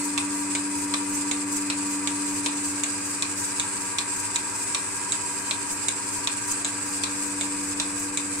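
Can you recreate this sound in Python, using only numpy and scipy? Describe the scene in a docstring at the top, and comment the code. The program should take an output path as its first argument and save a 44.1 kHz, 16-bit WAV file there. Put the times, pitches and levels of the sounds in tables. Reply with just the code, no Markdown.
"""Milking machine in a concrete shed.

Beside the cow's udder the claw's air bleed hisses; farther off a belt-driven vane pump drones,
rattles and roars. The pulsator valve clacks to and fro, and after each stroke air sighs through
the pulse tubes. The listener leans in, draws partly back and steps aside; air rumbles faintly."""
import sys
import numpy as np
from scipy import signal
from scipy.fft import rfft, irfft
from scipy.io import wavfile
from scipy.ndimage import uniform_filter1d, map_coordinates

SR = 44100
rng = np.random.default_rng(int(sys.argv[2]) if len(sys.argv) > 2 else 0)


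def wrap_up_sound(samples):
    """Save the sound to the file named by the first command line argument, as 16-bit audio."""
    columns = np.atleast_2d(samples).T
    # keep every value between -1 and 1, then stretch to whole-number steps
    tamed = np.clip(columns, -1, 1)
    steps = np.round(tamed * 32767).astype(np.int16)
    wavfile.write(sys.argv[1], SR, steps)


N = 370440
TIME, FREQ_HZ = np.arange(N) / SR, np.fft.rfftfreq(N, 1 / SR)
SHAFT_HZ, BELT_HZ = 24.224, 11.66


def gain_of(db):
    """Decibels to amplitude."""
    return 10 ** (np.asarray(db) / 20)


def unit_rms(x):
    """Scales to an rms of 1."""
    return x / np.sqrt(np.mean(x ** 2) + 1e-20)


def curve_at(points, hz):
    """Interpolates on a log-frequency axis."""
    point_hz, value = np.transpose(points)
    return np.interp(np.log(hz + 1), np.log(point_hz + 1), value)


def panned(side_db):
    """Left and right gains, side_db apart."""
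    return gain_of(np.array([[.5], [-.5]]) * side_db)


def add(mix, start_s, sound):
    """Mixes in a stereo sound."""
    part = mix[:, max(round(start_s * SR), 0):][:, :sound.shape[1]]
    part += sound[:, :part.shape[1]]


def drift(rate_hz):
    """Smooth random curve of rms 1."""
    knots = rng.standard_normal(1024)
    curve = map_coordinates(knots, [TIME[::64] * rate_hz + 2], order=3, mode="wrap")
    return unit_rms(curve).repeat(64)[:N]


def stereo_pair(a, b, coherence):
    """Blends two independent signals into partly alike channels."""
    return np.array([a, coherence * a + np.sqrt(1 - coherence ** 2) * b])


def noise(colour_db, side_db=0, coherence=0):
    """Shaped stereo noise of rms 1."""
    pair = stereo_pair(*rfft(rng.standard_normal((2, N))), coherence)
    return unit_rms(irfft(pair * gain_of(colour_db) * panned(side_db), N))


def resonance_db(peaks, hz):
    """Lift from damped resonances."""
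    return sum(db / (1 + (2 * (hz - peak_hz) / width_hz) ** 2) for peak_hz, width_hz, db in peaks)


def reflections_db(depth_db, count=12):
    """Echoes from legs, wall and floor ripple the spectrum at each ear."""
    delays_s = rng.uniform(.001, .012, (count, 2, 1))
    comb = sum(np.cos(2 * np.pi * FREQ_HZ[::8] * delay_s) for delay_s in delays_s)
    return depth_db * unit_rms(comb).repeat(8, axis=1)[:, :len(FREQ_HZ)]


# Listener's path. Each row: time in seconds, closeness 0-1.
CLOSENESS = [(0, 0.2), (2.2, 0.23), (2.6, 0.34), (3, 0.63), (3.7, 0.86), (4.7, 0.96), (5.6, 0.88),
             (6.5, 0.86), (7.5, 0.37), (8.4, 0.53)]
def closeness():
    """The listener leans in to the udder and draws partly back."""
    return np.interp(TIME, *np.transpose(CLOSENESS))


# Valve body resonances, in hiss and clacks. Each row: frequency in Hz, width in Hz, lift in dB.
VALVE_BODY = [(3545, 110, 2), (3980, 170, 5.5), (4370, 170, 10), (4930, 290, 9.5)]
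# Hiss spectrum. Each row: frequency in Hz, level in dB.
HISS_COLOUR = [(100, -32), (1800, -33), (2500, -4.5), (3200, -13), (4400, -13.5), (5150, -9), (5450, -8.5),
               (5950, -4.5), (6350, -7), (6880, 0), (7100, -4), (7400, 3.5), (7750, 9), (8350, 3),
               (8850, 0.5), (9400, -2), (9900, -19), (11800, -17.5), (15500, -35)]
# Hiss balance. Each row: frequency in Hz, left over right in dB.
HISS_SIDE = [(2500, 1.5), (4000, -2.5), (6000, -2), (7500, -6), (8200, -2), (8900, 17), (9500, 2.5),
             (11000, 1), (12000, 1.5)]
def air_bleed(db=-31.5, flutter_db=1.33, flutter_hz=45, near_db=1, echo_db=4.3, ripple=0.061, spots=24):
    """Air whistles into the vacuum through a pinhole, a little louder close to the claw."""
    colour_db = curve_at(HISS_COLOUR, FREQ_HZ) + resonance_db(VALVE_BODY, FREQ_HZ)
    side_db = curve_at(HISS_SIDE, FREQ_HZ)
    place, hiss = np.linspace(0, spots - 1, N), np.zeros((2, N))
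    for spot in range(spots):  # echoes shift as the listener moves
        crossfade = np.sqrt(np.maximum(1 - abs(place - spot), 0))
        hiss += crossfade * noise(colour_db + reflections_db(echo_db), side_db)
    # the vacuum ripples with each turn and each vane of the pump
    pulses = sum(np.cos(2 * np.pi * (order * SHAFT_HZ * TIME + rng.random())) for order in (1, 2, 4))
    level_db = db + near_db * closeness() + flutter_db * drift(flutter_hz)
    return gain_of(level_db) * (1 + ripple * pulses) * hiss


# Standing waves of drone, overtone, whine and rattle. Each row: closeness at a node,
# node spacing in closeness, crest in dB, node in dB.
STANDING_WAVES = [(1, 2.74, -1.26, -19), (0.14, 0.8, 1, -2.5), (0.53, 1.95, -2, -18),
                  (0.085, 1.66, 4, -2.5)]
def standing_waves_db():
    """Four level curves as the listener moves through nodes and crests."""
    levels_db = []
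    for node, spacing, crest_db, node_db in STANDING_WAVES:
        crest_share = np.sin(np.pi * (closeness() - node) / spacing) ** 2
        power = crest_share * gain_of(crest_db) ** 2 + (1 - crest_share) * gain_of(node_db) ** 2
        levels_db.append(10 * np.log10(power))
    return levels_db


def machine_tone(hz, db, side_db, throb, spread_rad, slip_rad=0.09, flap_rad=0.4, blur_hz=2300):
    """One tone, swelling once per lap of the belt; high tones jitter more."""
    phase = 2 * np.pi * (hz * TIME + rng.random()) + slip_rad * drift(1.95)
    phase += (hz / blur_hz) ** 2 * drift(30)
    belt = 1 + throb * np.cos(2 * np.pi * (BELT_HZ * TIME + rng.random()) + flap_rad * drift(6))
    pair = np.sin([phase, phase + spread_rad * rng.standard_normal()])
    return np.sqrt(2) * gain_of(db) * belt * panned(side_db) * pair


# Listener's step aside. Each row: time in seconds, share of the step 0-1.
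STEP_ASIDE = [(6.5, 0), (7.3, 1)]
# Pump harmonics. Each row: shaft order, level in dB, left over right in dB, belt throb 0-1,
# drone wave weight, overtone wave weight, gain from the step aside in dB.
DRONE = [(4, -55.5, -1, 0.3, 0.31, 0.31, 0), (8, -46.5, 3, 0, 0.45, -0.32, 0.5),
         (10, -89, 14, 0.4, 0.36, -0.73, 2), (11, -56, -8, 0, 0, 0.04, -2),
         (12, -29, 1, 0.13, 1, -0.29, -1), (14, -63, -7, 0.7, 0.85, 0.23, 8),
         (16, -51, 0, 0.4, 0.054, -0.4, -3.5), (20, -55, 2, 0.44, 0.017, 0.25, 4.5),
         (24, -59.5, 4, 0.75, 0.37, 0.39, -1)]
# Motor, belt and bearing tones. Each row: frequency in Hz, level in dB, left over right in dB,
# belt throb 0-1, whine wave weight, rattle wave weight.
WHINES = [(91.3, -64.5, 1, 0.3, 0, 0.44), (100.1, -56, 1.5, 0.26, 0, 0.22), (113.2, -60, 5, 0.43, 0, 0.39),
          (278.6, -65, 14, 0.1, 1, -1.1), (300.5, -60, 4, 0.6, 0.48, 0.83),
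          (955.5, -45, 18, 0.36, 0.65, -0.21), (972.5, -57.5, 20.5, 0.3, 0.86, 1.9),
          (1052, -55.5, 8, 1, 0.92, 0.8), (1174, -50, 1.5, 0.2, 0.3, -0.29),
          (1336, -56, 3, 0.34, 0.37, 0.086), (1571, -62.5, 9, 0.6, 0.092, 1.2),
          (1632, -55.5, 7, 0.37, 0, 1.2), (2040, -53, 3, 1, 0.53, -0.42)]
def pump(fade_db=1):
    """Four vanes puff on each turn; drone and whines stand between the walls."""
    drone_db, overtone_db, whine_db, rattle_db = standing_waves_db()
    aside = np.interp(TIME, *np.transpose(STEP_ASIDE))
    out = np.zeros((2, N))
    for order, db, side_db, throb, drone_weight, overtone_weight, aside_db in DRONE:
        level_db = db + drone_weight * drone_db + overtone_weight * overtone_db + aside_db * aside
        out += machine_tone(order * SHAFT_HZ, level_db, side_db, throb, spread_rad=0.11)
    for hz, db, side_db, throb, whine_weight, rattle_weight in WHINES:
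        level_db = db + whine_weight * whine_db + rattle_weight * rattle_db + fade_db * drift(2.91)
        out += machine_tone(hz, level_db, side_db, throb, spread_rad=hz / 1600)
    return out


# Pump housing response. Each row: frequency in Hz, level in dB.
HOUSING = [(50, -36), (150, 1.5), (400, -6), (750, -12.5), (880, 5.5), (925, 2), (1005, -9), (1045, 3.5),
           (1110, -9), (1250, 0.5), (1370, 1.5), (1480, -7), (1560, 9.5), (1660, 4.5), (1740, -7),
           (1850, -0.5), (2050, -28), (2400, -32), (3200, -47)]
def vane_rattle(db=-45, vane_depth=0.21, side_db=5, wave_weight=0.36):
    """The vanes scrape in a pattern that repeats every second turn and rings the housing."""
    period = round(2 * SR / SHAFT_HZ)
    patterns = rng.standard_normal((5, 2, period))[:, :, np.arange(N) % period]
    scrape = sum(drift(2.013) * pattern for pattern in patterns)  # paths through the shed come and go
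    scrape /= np.sqrt(uniform_filter1d((scrape ** 2).mean(0), period) + 1e-9)
    scrape *= 1 + vane_depth * np.cos(2 * np.pi * 4 * SHAFT_HZ * TIME)
    rung = unit_rms(irfft(rfft(scrape) * gain_of(curve_at(HOUSING, FREQ_HZ)), N))
    return gain_of(db + wave_weight * standing_waves_db()[-1]) * panned(side_db) * rung


# Exhaust spectrum in the shed. Each row: frequency in Hz, level in dB.
ROAR_COLOUR = [(15, -58), (25, -40), (97, -10.5), (144, -22), (183, -10), (232, -9), (289, -5), (438, -11),
               (540, -14.5), (750, -15.5), (952, -8), (1120, -10.5), (2150, -10.5), (2520, -5), (2900, -27),
               (3770, -54), (6380, -120)]
# Exhaust resonances. Each row: frequency in Hz, width in Hz, lift in dB.
EXHAUST_PEAKS = [(694, 23, 8), (886, 50, 4), (970, 35, 9), (1070, 40, 2), (1162, 77, 7.5), (1367, 53, 4.5),
                 (1810, 71, 1.5)]
# Roar balance. Each row: frequency in Hz, left over right in dB.
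ROAR_SIDE = [(50, 2), (300, 2.4), (700, 2), (1000, 3.9), (1600, 2.9), (2500, 0)]
# Likeness of left and right. Each row: frequency in Hz, coherence 0-1.
ROAR_COHERENCE = [(50, 0.86), (300, 0.45), (600, 0.38), (1000, 0.08), (1600, 0.58), (2500, 0.38)]
def exhaust_roar(db=-39.5):
    """The pump's exhaust, smeared by the shed into an even wash."""
    colour_db = curve_at(ROAR_COLOUR, FREQ_HZ) + resonance_db(EXHAUST_PEAKS, FREQ_HZ)
    return gain_of(db) * noise(colour_db, curve_at(ROAR_SIDE, FREQ_HZ), curve_at(ROAR_COHERENCE, FREQ_HZ))


# Rumble envelope. Each row: time in seconds, level in dB.
RUMBLE_LEVEL = [(0, -69), (2.5, -67), (4.5, -64), (5.4, -65), (6.1, -64), (7, -64), (7.7, -57), (8.4, -63)]
def air_rumble(peak_hz=60):
    """Air brushes the microphone."""
    colour_db = curve_at([(10, -12), (25, -2), (peak_hz, 1), (200, -25), (1000, -70)], FREQ_HZ)
    return gain_of(np.interp(TIME, *np.transpose(RUMBLE_LEVEL))) * noise(colour_db, coherence=0.99)


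# Air flow after the outward and the return stroke. Each row: delay in seconds,
# Gaussian sigma in seconds, level in dB.
SIGHS = [(.214, 0.041, -36), (.255, 0.048, -37.5)]
# Sigh spectrum. Each row: frequency in Hz, level in dB.
SIGH_COLOUR = [(2000, -10.5), (3500, -14), (5000, -1), (6500, 9), (8500, 12.5), (10000, -0.5), (11300, 1.5),
               (12500, -11), (13700, -1.5), (15500, -17)]
def tube_sighs(cycle_s=.761, uneven_db=-2.2, sputter_db=3.0, sputter_hz=60, echo_db=5.0):
    """After each stroke the liners move and push air through the pulse tubes."""
    starts_s = [row[0] for row in STROKES]
    earlier_s = starts_s[1] - cycle_s  # return stroke of the cycle before
    flow = np.zeros(N)
    for k, start_s in enumerate([earlier_s, *starts_s]):
        delay_s, sigma_s, db = SIGHS[(k + 1) % 2]
        swell = np.exp(-.5 * ((TIME - start_s - delay_s) / sigma_s) ** 2)
        flow += gain_of(db + uneven_db * rng.standard_normal()) * swell
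    sputter = gain_of(sputter_db * drift(sputter_hz))
    return flow * sputter * noise(curve_at(SIGH_COLOUR, FREQ_HZ) + reflections_db(echo_db))


def coloured(burst, colour_db, size=2048):
    """Minimum-phase filter; each channel ends with an energy of 1."""
    cepstrum = irfft(np.log(gain_of(colour_db)))
    cepstrum[1:size // 2] *= 2
    cepstrum[size // 2 + 1:] = 0
    impulse = irfft(np.exp(rfft(cepstrum)))
    rung = signal.fftconvolve(burst, impulse[None], axes=1)
    return rung / np.linalg.norm(rung, axis=1, keepdims=True)


def slide_chatter(t, decay_s, rise_s=.00032, bounce_s=.005, bounce_db=-8, strike_at_s=.0007):
    """The slide strikes, chatters and bounces once; the shorter the chatter, the harder the strike."""
    since_bounce_s = t - bounce_s * rng.uniform(.8, 1.2)
    bounce = gain_of(bounce_db) * (since_bounce_s > 0) * np.exp(-abs(since_bounce_s) / decay_s)
    envelope = (np.exp(-t / decay_s) + bounce) * (1 - np.exp(-t / rise_s))
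    grit = stereo_pair(*rng.choice([-1., 1.], (2, len(t))), coherence=0.12)
    chatter = envelope / np.linalg.norm(envelope) * grit
    chatter[:, round(strike_at_s * SR)] += .00055 / decay_s
    return chatter


def seat_ping(hz, peak_s, lag_rad=0.9, size=1024):
    """The valve seat rings briefly; one ear gets it a little later."""
    t = np.arange(size) / SR
    phase = 2 * np.pi * hz * t + rng.choice([-.5, .5]) * np.array([[lag_rad], [-lag_rad]])
    return (t / peak_s) ** 2 * np.exp(2 - 2 * t / peak_s) * np.sin(phase)


# Outward stroke spectrum. Each row: frequency in Hz, level in dB.
OUT_COLOUR = [(60, -12), (500, -7), (800, -8), (1100, 4), (1600, -14.5), (2500, 6.5), (2950, -4.5),
              (3500, 6), (4300, 0.5), (5000, -11.5), (5600, 2.5), (6400, -4), (7600, 7.5), (8800, 0.5),
              (10000, -11.5), (15000, -32)]
# Return stroke spectrum. Each row: frequency in Hz, level in dB.
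BACK_COLOUR = [(60, -15), (300, -3), (1100, -8), (1800, -8), (2300, -3.5), (3000, -0.5), (3700, 5.5),
               (4700, -11), (6000, -1), (7000, 13.5), (8000, 11), (8800, 9), (10000, -22), (15000, -23)]
# Wall and floor reflection. Each row: frequency in Hz, gain in dB.
WALLS = [(500, 3), (1000, 5), (1800, 5.5), (2500, 4), (3700, -0.5), (5200, 1), (8000, -5.5), (12000, 3)]
# Valve strokes, out and back in turn. Each row: start in seconds, chatter gain in dB, tilt in dB
# per octave, ping level in dB, ping pitch in Hz, low knock lift in dB, casing gain in dB,
# chatter decay in seconds, left over right in dB.
STROKES = [(0.1771, -6.5, -2, -24, 3780, 0, -3, 0.0025, -3),
           (0.5507, -10.3, -4.5, -30, 3910, -5, 4, 0.0025, -2),
           (0.9389, -6.5, -2, -21, 3780, 3, 2, 0.0025, -1), (1.3126, -7.5, -3.5, -30, 4030, 5, 0, 0.002, 0),
           (1.7, -9.7, -1, -23, 3790, -1, 0, 0.003, -4), (2.0729, -8.5, -3.5, -26, 3970, -6, 1, 0.0018, -1),
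           (2.4609, -7.3, -1.5, -18, 3800, 1, -1, 0.002, -2.5),
           (2.8353, -6.5, 0, -25, 3640, -5, 2, 0.0016, 0), (3.2231, -7, 3, -16.5, 3600, 0, -6, 0.0013, 0),
           (3.5972, -7.5, 0, -18, 3850, 1, -1, 0.0016, 0), (3.9847, -6.5, -1, -18, 3950, -9, -2, 0.002, 1),
           (4.3587, -6, 0.5, -16, 3830, -5, -3, 0.0022, -1),
           (4.7467, -6.5, -2.5, -18, 3820, -9, -2, 0.0024, -1),
           (5.121, -7.5, 4, -17.5, 3890, -7, -9, 0.002, -1),
           (5.5098, -7.5, -2.5, -16, 3900, -2, 3, 0.002, 1),
           (5.8837, -4.3, 2, -16.5, 3820, 0, -1, 0.0021, -2),
           (6.2726, -6.5, -1, -15.5, 3810, -5, -2, 0.0014, -1), (6.6467, -9, 0, -26, 3730, 2, 0, 0.0022, 2),
           (7.036, -7, -0.5, -17, 3700, -1, -2, 0.0016, 3),
           (7.41, -10, -3.5, -25, 4020, 0, -4, 0.0022, -0.5),
           (7.7988, -7.5, -1, -22, 3950, -3, -3, 0.0022, -1),
           (8.1727, -7.5, -1.5, -24, 4110, -4, 0, 0.0017, -2)]
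def pulsator(direct_db=11.5, scatter_db=-6, room_db=-3.3, seat_db=-3, knock_hz=1500, scatter_s=.004):
    """The slide clacks on its seat; near walls scatter the sound and the shed echoes it."""
    hz, t = np.fft.rfftfreq(2048, 1 / SR), np.arange(2048) / SR
    near, far = np.zeros((2, 2, N))
    knock_band = np.exp(-(hz / knock_hz) ** 2)
    octaves = np.log2(np.clip(hz, 2000, 9000) / 5000)
    for k, stroke in enumerate(STROKES):
        start_s, db, tilt_db, ping_db, ping_hz, knock_db, _, chatter_s, side_db = stroke
        spectrum, ping_peak_s = (BACK_COLOUR, .0013) if k % 2 else (OUT_COLOUR, .0008)
        chatter = slide_chatter(t, chatter_s)
        scatter = t * np.exp(-t / scatter_s) * rng.choice([-1., 1.], (2, len(t)))
        colour_db = curve_at(spectrum, hz) + resonance_db(VALVE_BODY, hz)
        echoed_db = colour_db + curve_at(WALLS, hz)
        seat_band = np.exp(-((hz - ping_hz) / 500) ** 2)  # here the seat rings and chatters less
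        # the direct path changes with the angle to the valve
        beamed_db = colour_db + seat_db * seat_band + knock_db * knock_band + tilt_db * octaves
        add(near, start_s, gain_of(direct_db + db) * panned(side_db) * coloured(chatter, beamed_db))
        add(near, start_s, gain_of(scatter_db) * coloured(scatter, echoed_db))
        add(near, start_s, gain_of(ping_db) * panned(side_db) * seat_ping(ping_hz, ping_peak_s))
        add(far, start_s, gain_of(room_db) * coloured(chatter, echoed_db))
    return near + shed_echoes(far)


# Casing modes. Each row: frequency in Hz, outward level in dB, return level in dB, T60 in seconds.
CASING_MODES = [(1086, -38, -51, 0.025), (1123, -44, -47, 0.1), (2217, -39, -22.5, 0.035),
                (2410, -43, -25.5, 0.038), (2410, -31, -47, 0.01)]
def casing_knocks(rise_s=0.0028):
    """Each stroke knocks the pulsator's plastic casing."""
    t, out = np.arange(SR // 8) / SR, np.zeros((2, N))
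    for k, (start_s, *_, casing_db, _, _) in enumerate(STROKES):
        for hz, out_db, back_db, t60_s in CASING_MODES:
            db = (back_db if k % 2 else out_db) + casing_db
            swing = np.sin(2 * np.pi * hz * t + np.pi * rng.random((2, 1)))
            add(out, start_s, gain_of(db - 60 * t / t60_s) * (1 - np.exp(-t / rise_s)) * swing)
    return out


def air_thumps(db=-53, hz=52, decay_s=0.023):
    """The valve lets in a slug of air with each stroke: a soft, low push."""
    t, out = np.arange(SR // 8) / SR, np.zeros((2, N))
    push = gain_of(db) * np.sin(2 * np.pi * hz * t) * np.exp(-t / decay_s)
    for start_s, *_ in STROKES:
        add(out, start_s, np.array([push, push]))
    return out


# Shed decay. Each row: frequency in Hz, T60 in seconds.
SHED_T60 = [(300, 0.21), (1500, 0.35), (3500, 0.22), (8000, 0.21), (14000, 0.056)]
def shed_echoes(sound, rise_s=.003, density=.15):
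    """Dense echoes from concrete; the treble dies first."""
    t = np.arange(SR // 2) / SR
    taps = rng.standard_normal((2, len(t))) * (rng.random((2, len(t))) < density)
    taps *= 1 - np.exp(-(t / rise_s) ** 2)
    hz, age_s, bands = signal.stft(taps, SR, nperseg=256)
    decay = gain_of(-60 * age_s / curve_at(SHED_T60, hz)[:, None])
    tail = signal.istft(bands * decay, SR, nperseg=256)[1]
    return signal.fftconvolve(sound, tail / np.linalg.norm(tail[0]), axes=1)[:, :N]


def scene():
    """The milking cluster close by, the pump behind it."""
    cluster = pulsator() + casing_knocks() + air_thumps() + tube_sighs() + air_bleed()
    return cluster + pump() + vane_rattle() + exhaust_roar() + air_rumble()


def record(dry):
    """Steep low-pass at 15850 Hz."""
    lowpass = signal.firwin(511, 15850, window=("kaiser", 9), fs=SR)
    return signal.oaconvolve(dry, lowpass[None], "same")


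dry = scene()
out = record(dry)
wrap_up_sound(out)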